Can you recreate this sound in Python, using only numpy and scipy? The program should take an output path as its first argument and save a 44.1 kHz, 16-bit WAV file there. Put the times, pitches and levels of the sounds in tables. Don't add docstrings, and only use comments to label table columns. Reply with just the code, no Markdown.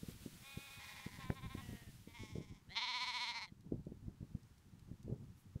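import sys
import numpy as np
from scipy import signal
from scipy.fft import rfft, irfft, next_fast_len
from scipy.io import wavfile
from scipy.ndimage import map_coordinates

SR = 44100
rng = np.random.default_rng(int(sys.argv[2]) if len(sys.argv) > 2 else 0)


def transcribe(signal):
    frames = np.atleast_2d(signal).T
    limited = np.clip(frames, -1, 1)
    pcm = np.round(limited * 32767).astype(np.int16)
    wavfile.write(sys.argv[1], SR, pcm)


N = 246959

# (centre [Hz], nominal width [Hz], relative level [dB])
LOUD_THROAT = [(236, 110, -21.5), (976, 104, 2), (1250, 400, -12.5), (2185, 256, 1.5), (3230, 1100, -11),
               (3670, 550, -7.5), (4177, 270, -0.5), (5230, 710, -13.5), (6120, 260, -17), (6880, 260, -24),
               (8300, 680, -29), (10530, 150, -31.5), (11600, 760, -40)]
# (centre [Hz], nominal width [Hz], relative level [dB])
NOSE = [(203, 180, -4), (795, 180, -6), (2060, 180, 3.5), (3330, 320, -3), (4160, 240, -1),
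        (5500, 2700, -24.5), (10100, 900, -31)]
# (time [s], depth [factor])
NEAR_QUAVER = [(2.8, 1.13), (2.99, 0.71), (3.06, 1.22), (3.26, .8), (3.33, 1.8)]
# (time [s], middle gain [dB], top gain [dB])
BRIGHTNESS = [(2.82, 7, -4.5), (3.05, 3, 3.5), (3.3, 4, 4), (3.36, -7.5, -2), (3.45, -6.5, 3)]
# (centre [Hz], nominal width [Hz], relative level [dB])
HIGH_THROAT = [(825, 270, -7), (1210, 153, 0), (1660, 270, -11.5), (2356, 240, 4), (3610, 460, -1)]
HOARSE_THROAT = [(947, 110, 1.5), (2000, 350, 1.5), (3600, 3500, -11.5)]
QUAVERING_THROAT = [(990, 140, 7.5), (1840, 1100, -4), (2260, 180, 2.5), (3620, 500, -3)]
FAR_THROAT = [(735, 320, 1.5), (1940, 270, 5.5), (2930, 680, -1.5)]
LOW_THROAT = [(970, 182, 1), (2180, 250, 3.5), (3400, 690, -4), (5400, 520, -7), (6000, 3100, -12)]
# (time [s], gain [dB])
LOW_TREBLE = [(2.16, -9), (2.23, -0.5), (2.36, 1)]
SYLLABLES = { "high": [(.39, 1.11, 279.8, 276.5, 266.5, -58, -4, .08, 0.071)],
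             "hoarse": [(.71, 1.28, 203.8, 213.8, 190.4, -55, -12, 0.14, 0.03)],
             "quavering": [(1.18, 1.34, 279, 257.8, 257.6, -54, -67, 0.023, 0.0061),
             (1.335, 1.62, 270, 264.3, 271, -57, 4, 0.035, 0.023)],
             "far": [(1.4, 1.95, 234.9, 240.3, 215.6, -65.5, 0, 0.21, 0.17)],
             "low": [(2.068, 2.13, 222, 228, 226, -65, -30, 0.015, 0.0045),
             (2.125, 2.185, 222, 238.7, 224, -55, -25, .028, .006),
             (2.183, 2.63, 220.9, 213.6, 201.3, -57, -38.5, .004, 0.055)],
             "nasal": [(2.685, 2.768, 144.6, 189.4, 181, -47, -170, 0.045, .01),
             (3.467, 3.503, 187.5, 178, 165, -60.5, -100, 0.013, 0.026)],
             "near": [(2.747, 3.472, 242, 250.5, 222, -42.7, -0.9, .025, 0.057)]}
# (time [s], swing peak [dB], strongest frequency [Hz], core level [dB])
BUFFETS = [(0.034, -38.5, 129, -52), (0.088, -34, 148, -52.5), (0.262, -37.5, 215, -52),
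           (0.575, -36, 117, -52), (1.066, -36.5, 143, -54), (1.19, -43, 118, -54), (1.303, -27, 116, -40),
           (1.552, -35, 145, -51), (1.691, -39, 111, -56.5), (1.732, -38.5, 177, -61),
           (2.076, -41.5, 184, -60.5), (2.236, -39, 200, -60), (2.357, -34.5, 131, -45),
           (2.384, -33, 171, -53), (2.407, -38, 194, -52), (3.524, -44, 132, -74), (3.723, -28, 189, -43.5),
           (3.745, -37, 203, -57), (3.87, -36, 162, -53), (3.922, -39, 215, -71), (4.083, -32.5, 108, -61),
           (4.21, -39, 110, -63), (4.23, -38, 121, -62), (4.352, -31, 107, -65), (4.916, -38, 129, -61),
           (5.081, -40.5, 207, -51.5), (5.1, -38.5, 135, -45.5), (5.127, -35, 140, -44),
           (5.561, -32, 115, -55)]
# (time [s], nominal peak [dB])
CRACKS = [(1.3035, -31)]
# (time [s], level [dB])
TURBULENCE = [(0.0, -69), (0.08, -61.5), (0.73, -75), (1.51, -56), (1.72, -58.5), (1.85, -62),
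              (2.09, -72.5), (2.31, -56.5), (2.7, -71.5), (2.9, -79.5), (3.17, -80), (3.49, -72),
              (3.76, -61), (3.9, -59.5), (4.7, -69), (5.13, -54), (5.32, -65.5), (5.6, -70)]
# (frequency [Hz], relative density [dB])
RUMBLE_COLOUR = [(20, -9), (100, 3), (200, -3), (400, -20), (600, -33.5), (900, -31), (2000, -100)]
# (time [s], level [dB])
GRASS_LEVEL = [(0, -69.5), (.65, -66.5), (1.5, -73.5), (1.65, -69), (2.14, -75.5), (2.62, -81),
               (3.6, -84.5), (4.29, -81.5), (5.6, -81.5)]
# (frequency [Hz], relative density [dB])
FLOCK_GRASS = [(500, -2), (1000, 0), (3500, 2.5), (7000, -1), (9300, -1), (12000, -3), (15500, -5)]
# (frequency [Hz], relative density [dB])
OPEN_GRASS = [(300, -14), (700, -12), (930, -7), (2500, -13.5), (5600, -16), (6700, -16.5), (9500, -20),
              (15500, -23.5)]
# (time [s], nominal peak [dB])
TICKS = [(3.608, -63), (3.852, -64.5), (4.4317, -61), (4.5808, -61), (4.7944, -59.5), (5.0297, -56.5),
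         (5.3786, -68)]

DIP_S = .0135
ACCENT_S = 0.036
CORE_HZ, CORE_S, CORE_LIFT_DB = 420, .0017, -2
SWIRL_DB = -16
SWIRL_RISE_S, SWIRL_DECAY_S = 0.0046, .016
FINE_SWIRL_DB = -7.5
RUSTLE_S, RUSTLE_LENGTH_S, RUSTLE_DB = 5.4, 0.036, -76.5
HISS_FLUTTER_DB = 1.2
TOP_HZ = 15750


def near_lamb():
    nasal = voice("nasal", NOSE, mouth=7.6, rough=.12, rasp=.2)
    depth, = curves(NEAR_QUAVER)
    middle_db, top_db = curves(BRIGHTNESS)
    slack = depth * quaver(2.803, 16.35, slowing=4.6)
    call = voice("near", LOUD_THROAT, slack=slack, scoop=.24, scoop_s=.018, accent_db=5.5,
                 sag=.11, sag_db=4.5, mouth=0.66, rough=.055, rasp=.15)
    middle = filtered(call, lambda hz: np.exp(-((hz - 3400) / 600) ** 2))
    top = filtered(call, lambda hz: np.clip((hz - 6000) / 2000, 0, 1))
    call = call + (amp(middle_db) - 1) * middle + (amp(top_db) - 1) * top
    return meadow(nasal + call, scatter_db=-18, t60=.07)


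def flock():
    calls = voice("high", HIGH_THROAT, slack=quaver(.563, 7.7), scoop=.08, scoop_s=0.074,
                  sag=.035, sag_db=0.5, mouth=11, rough=.025, rasp=.13)
    calls += voice("hoarse", HOARSE_THROAT, slack=quaver(.782, 12.4),
                   sag=.05, sag_db=7, mouth=3.3, rough=.3, rasp=.5)
    calls += voice("quavering", QUAVERING_THROAT, slack=quaver(1.41, 13.5),
                   sag=0.1, sag_db=15, mouth=1.4, rough=.05, rasp=.18)
    calls += voice("far", FAR_THROAT, mouth=6.3, rough=.18, rasp=.4)
    low = voice("low", LOW_THROAT, slack=quaver(2.278, 16.0),
                sag=0.037, sag_db=5.0, mouth=1.7, rough=.12, rasp=.12)
    treble = filtered(low, lambda hz: np.clip((hz - 2600) / 2500, 0, 1))
    treble_db, = curves(LOW_TREBLE)
    calls += low + (amp(treble_db) - 1) * treble
    return meadow(calls, scatter_db=-15, t60=.1)


def voice(name, throat, mouth, rough, rasp, slack=0, sag=0, sag_db=0, **onset):
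    out = np.zeros(N)
    for syllable in SYLLABLES[name]:
        hz, db, sounding = course(syllable, **onset)
        weak_db = db.max() - db
        hz = hz * (1 - sag * slack) * (1 + .005 * wobble(60))
        flutter_db = .5 * wobble(40)
        level_db = db - sag_db * slack + flutter_db
        out += bleat(hz, level_db, weak_db, sounding, throat, mouth, rough, rasp)
    return out


def course(syllable, scoop=0, scoop_s=.016, accent_db=0):
    start, end, first_hz, middle_hz, last_hz, db, slope, attack, release = syllable
    t = np.arange(N) / SR
    length = end - start
    age = np.clip(t - start, 0, length)
    arch = np.polyval(np.polyfit([0, .5, 1], [first_hz, middle_hz, last_hz], 2), age / length)
    slump = np.exp(-age / scoop_s) + np.exp(-(length - age) / .016)
    gate = np.clip(np.minimum((age / attack) ** 1.37, (end - t) / release), 1e-3, 1)
    level = db + slope * age + accent_db * np.exp(-age / ACCENT_S) + 20 * np.log10(gate)
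    return arch * (1 - scoop * slump), level, (t > start) & (t < end)


def quaver(first_s, per_s, slowing=0):
    age = np.arange(N) / SR - first_s
    beat = per_s * age - slowing * age ** 2 / 2
    nearest = np.maximum(np.round(beat), 0)
    return np.exp(-np.abs((beat - nearest) / per_s / DIP_S) ** 2.26)


def bleat(hz, db, weak_db, sounding, throat, mouth, rough, rasp):
    cycles = np.cumsum(hz * sounding) / SR
    at = np.interp(np.arange(1, np.ceil(cycles[-1])), cycles, np.arange(N))
    now = at.astype(int)
    chance = rng.standard_normal((256, 162))[:len(at)]
    late, louder, breath = chance[:, 0], chance[:, 1], chance[:, 2:]

    uneven = np.minimum(rough * amp(weak_db[now] * .7), 1)
    at = at + late * uneven * .0002 * SR
    strength = amp(db[now] + louder * 4 * uneven) * np.sqrt(SR / hz[now])
    rings = throat_rings(throat, mouth * (hz[now] - np.median(hz[now])))
    size = 2 * (rings.shape[1] - 1)
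    f = np.fft.rfftfreq(size, 1 / SR)

    puff = breath * np.exp(-np.linspace(0, 2, breath.shape[1]))
    puff_size = np.linalg.norm(puff, axis=1)[:, None]
    air = rasp * unit(puff_size) * rfft(puff / puff_size, size)
    closure = np.exp(-2j * np.pi * f * (at % 1)[:, None] / SR)
    pulses = strength[:, None] * irfft(rings * (air * (1 + (f / 8500) ** 4) - closure))
    index = at.astype(int)[:, None] + np.arange(size)
    return np.bincount(index.ravel(), pulses.ravel(), N)[:N]


def throat_rings(resonances, lift_hz, size=2048):
    hz = np.fft.rfftfreq(size, 1 / SR)
    offset = hz - lift_hz[:, None]
    power = sum(amp(db) ** 2 / (1 + ((offset - centre) / (width * 0.67)) ** 2) ** 1.9
                for centre, width, db in resonances)
    power = power / (1 + (hz / 12300) ** 40)
    cepstrum = irfft(np.log(power + 1e-13) / 2)
    cepstrum[:, 1:size // 2] *= 2
    cepstrum[:, size // 2:] = 0
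    return np.exp(rfft(cepstrum)) / np.sqrt(power.mean(axis=1, keepdims=True))


def meadow(x, scatter_db, t60):
    t = np.arange(SR // 3) / SR
    tail = rng.standard_normal(len(t)) * amp(-60 * t / t60) * (t > .004)
    return x + amp(scatter_db) * signal.fftconvolve(x, tail / np.linalg.norm(tail))[:N]


def buffets():
    t, out = np.arange(N) / SR, np.zeros(N)
    swirl = noise([(30, -31), (120, 5), (280, 4.5), (520, -10.5), (900, -32.0), (3000, -66)])
    fine = amp(FINE_SWIRL_DB) * noise([(200, -22), (430, 3), (580, -5.5), (850, -22), (3000, -65)])
    turns = rng.uniform(0, 2 * np.pi, len(BUFFETS))
    for (s, db, hz, core_db), turn in zip(BUFFETS, turns):
        near = np.abs(t - s) < .2
        age = t[near] - s
        core = amp(CORE_LIFT_DB) * np.cos(2 * np.pi * CORE_HZ * age + turn) * np.exp(-(age / CORE_S) ** 2)
        wake = np.exp(-np.abs(age) / np.where(age < 0, SWIRL_RISE_S, SWIRL_DECAY_S))
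        around = amp(SWIRL_DB) * hz / 150 * swirl[near] * wake
        out[near] += amp(db) * (swing(age, hz, turn) + around)
        out[near] += amp(core_db) * (core + fine[near] * wake)
    return out + cracks()


def swing(age, hz, turn):
    return np.real(np.exp(1j * turn) / (1 - 2j * np.pi * hz * age / 3) ** 4)


def cracks():
    t = np.arange(N) / SR
    crack = noise([(200, -10), (700, 0), (2000, -6), (5000, -38), (12000, -60)])
    return sum(amp(peak_db - 7) * crack * np.exp(-np.abs(t - s) / .0008) for s, peak_db in CRACKS)


def rumble(over_db=6, lumps_db=5.0):
    db, = curves(TURBULENCE)
    lumpy = unit(noise(RUMBLE_COLOUR) * amp(lumps_db * wobble(35)))
    return amp(db + over_db) * lumpy


def grass():
    t = np.arange(N) / SR
    db, = curves(GRASS_LEVEL)
    tall, = curves([(2.3, 1), (2.65, 0)])
    around = amp(5.7 + HISS_FLUTTER_DB * wobble(20)) * noise(FLOCK_GRASS)
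    beyond = amp(5.0 + 0.47 * wobble(8.2)) * noise(OPEN_GRASS)
    hiss = amp(db) * (tall * around + (1 - tall) * beyond)
    snap = noise([(1500, -20), (4500, 6), (12000, -7), (15000, -18)])
    ticks = sum(amp(peak_db - 5.5) * (t > s) * np.exp(-np.abs(t - s) / 0.0029) for s, peak_db in TICKS)
    brush = np.exp(-((t - RUSTLE_S) / RUSTLE_LENGTH_S) ** 2)
    rustle = amp(RUSTLE_DB) * brush * noise([(4000, -17), (11000, 1), (15000, -5)])
    return hiss + ticks * snap + rustle


def noise(spectrum):
    f, db = np.transpose(spectrum)
    return unit(filtered(rng.standard_normal(N), lambda hz: amp(np.interp(np.log(hz + 1), np.log(f), db))))


def filtered(x, response):
    size = next_fast_len(N + SR // 2)
    return irfft(rfft(x, size) * response(np.fft.rfftfreq(size, 1 / SR)), size)[:N]


def wobble(rate):
    return map_coordinates(rng.standard_normal(int(N * rate / SR) + 4), [np.arange(N) * rate / SR])


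def curves(rows):
    s, *cols = np.transpose(rows)
    return [np.interp(np.arange(N) / SR, s, c) for c in cols]


def unit(x):
    return x / np.sqrt(np.mean(x ** 2) + 1e-20)


def amp(db):
    return 10 ** (np.asarray(db) / 20)


def scene():
    return (near_lamb() + flock() + buffets() + rumble() + grass())[None]


def record(dry):
    return np.array([filtered(channel, lambda hz: hz < TOP_HZ) for channel in dry])


dry = scene()
out = record(dry)
transcribe(out)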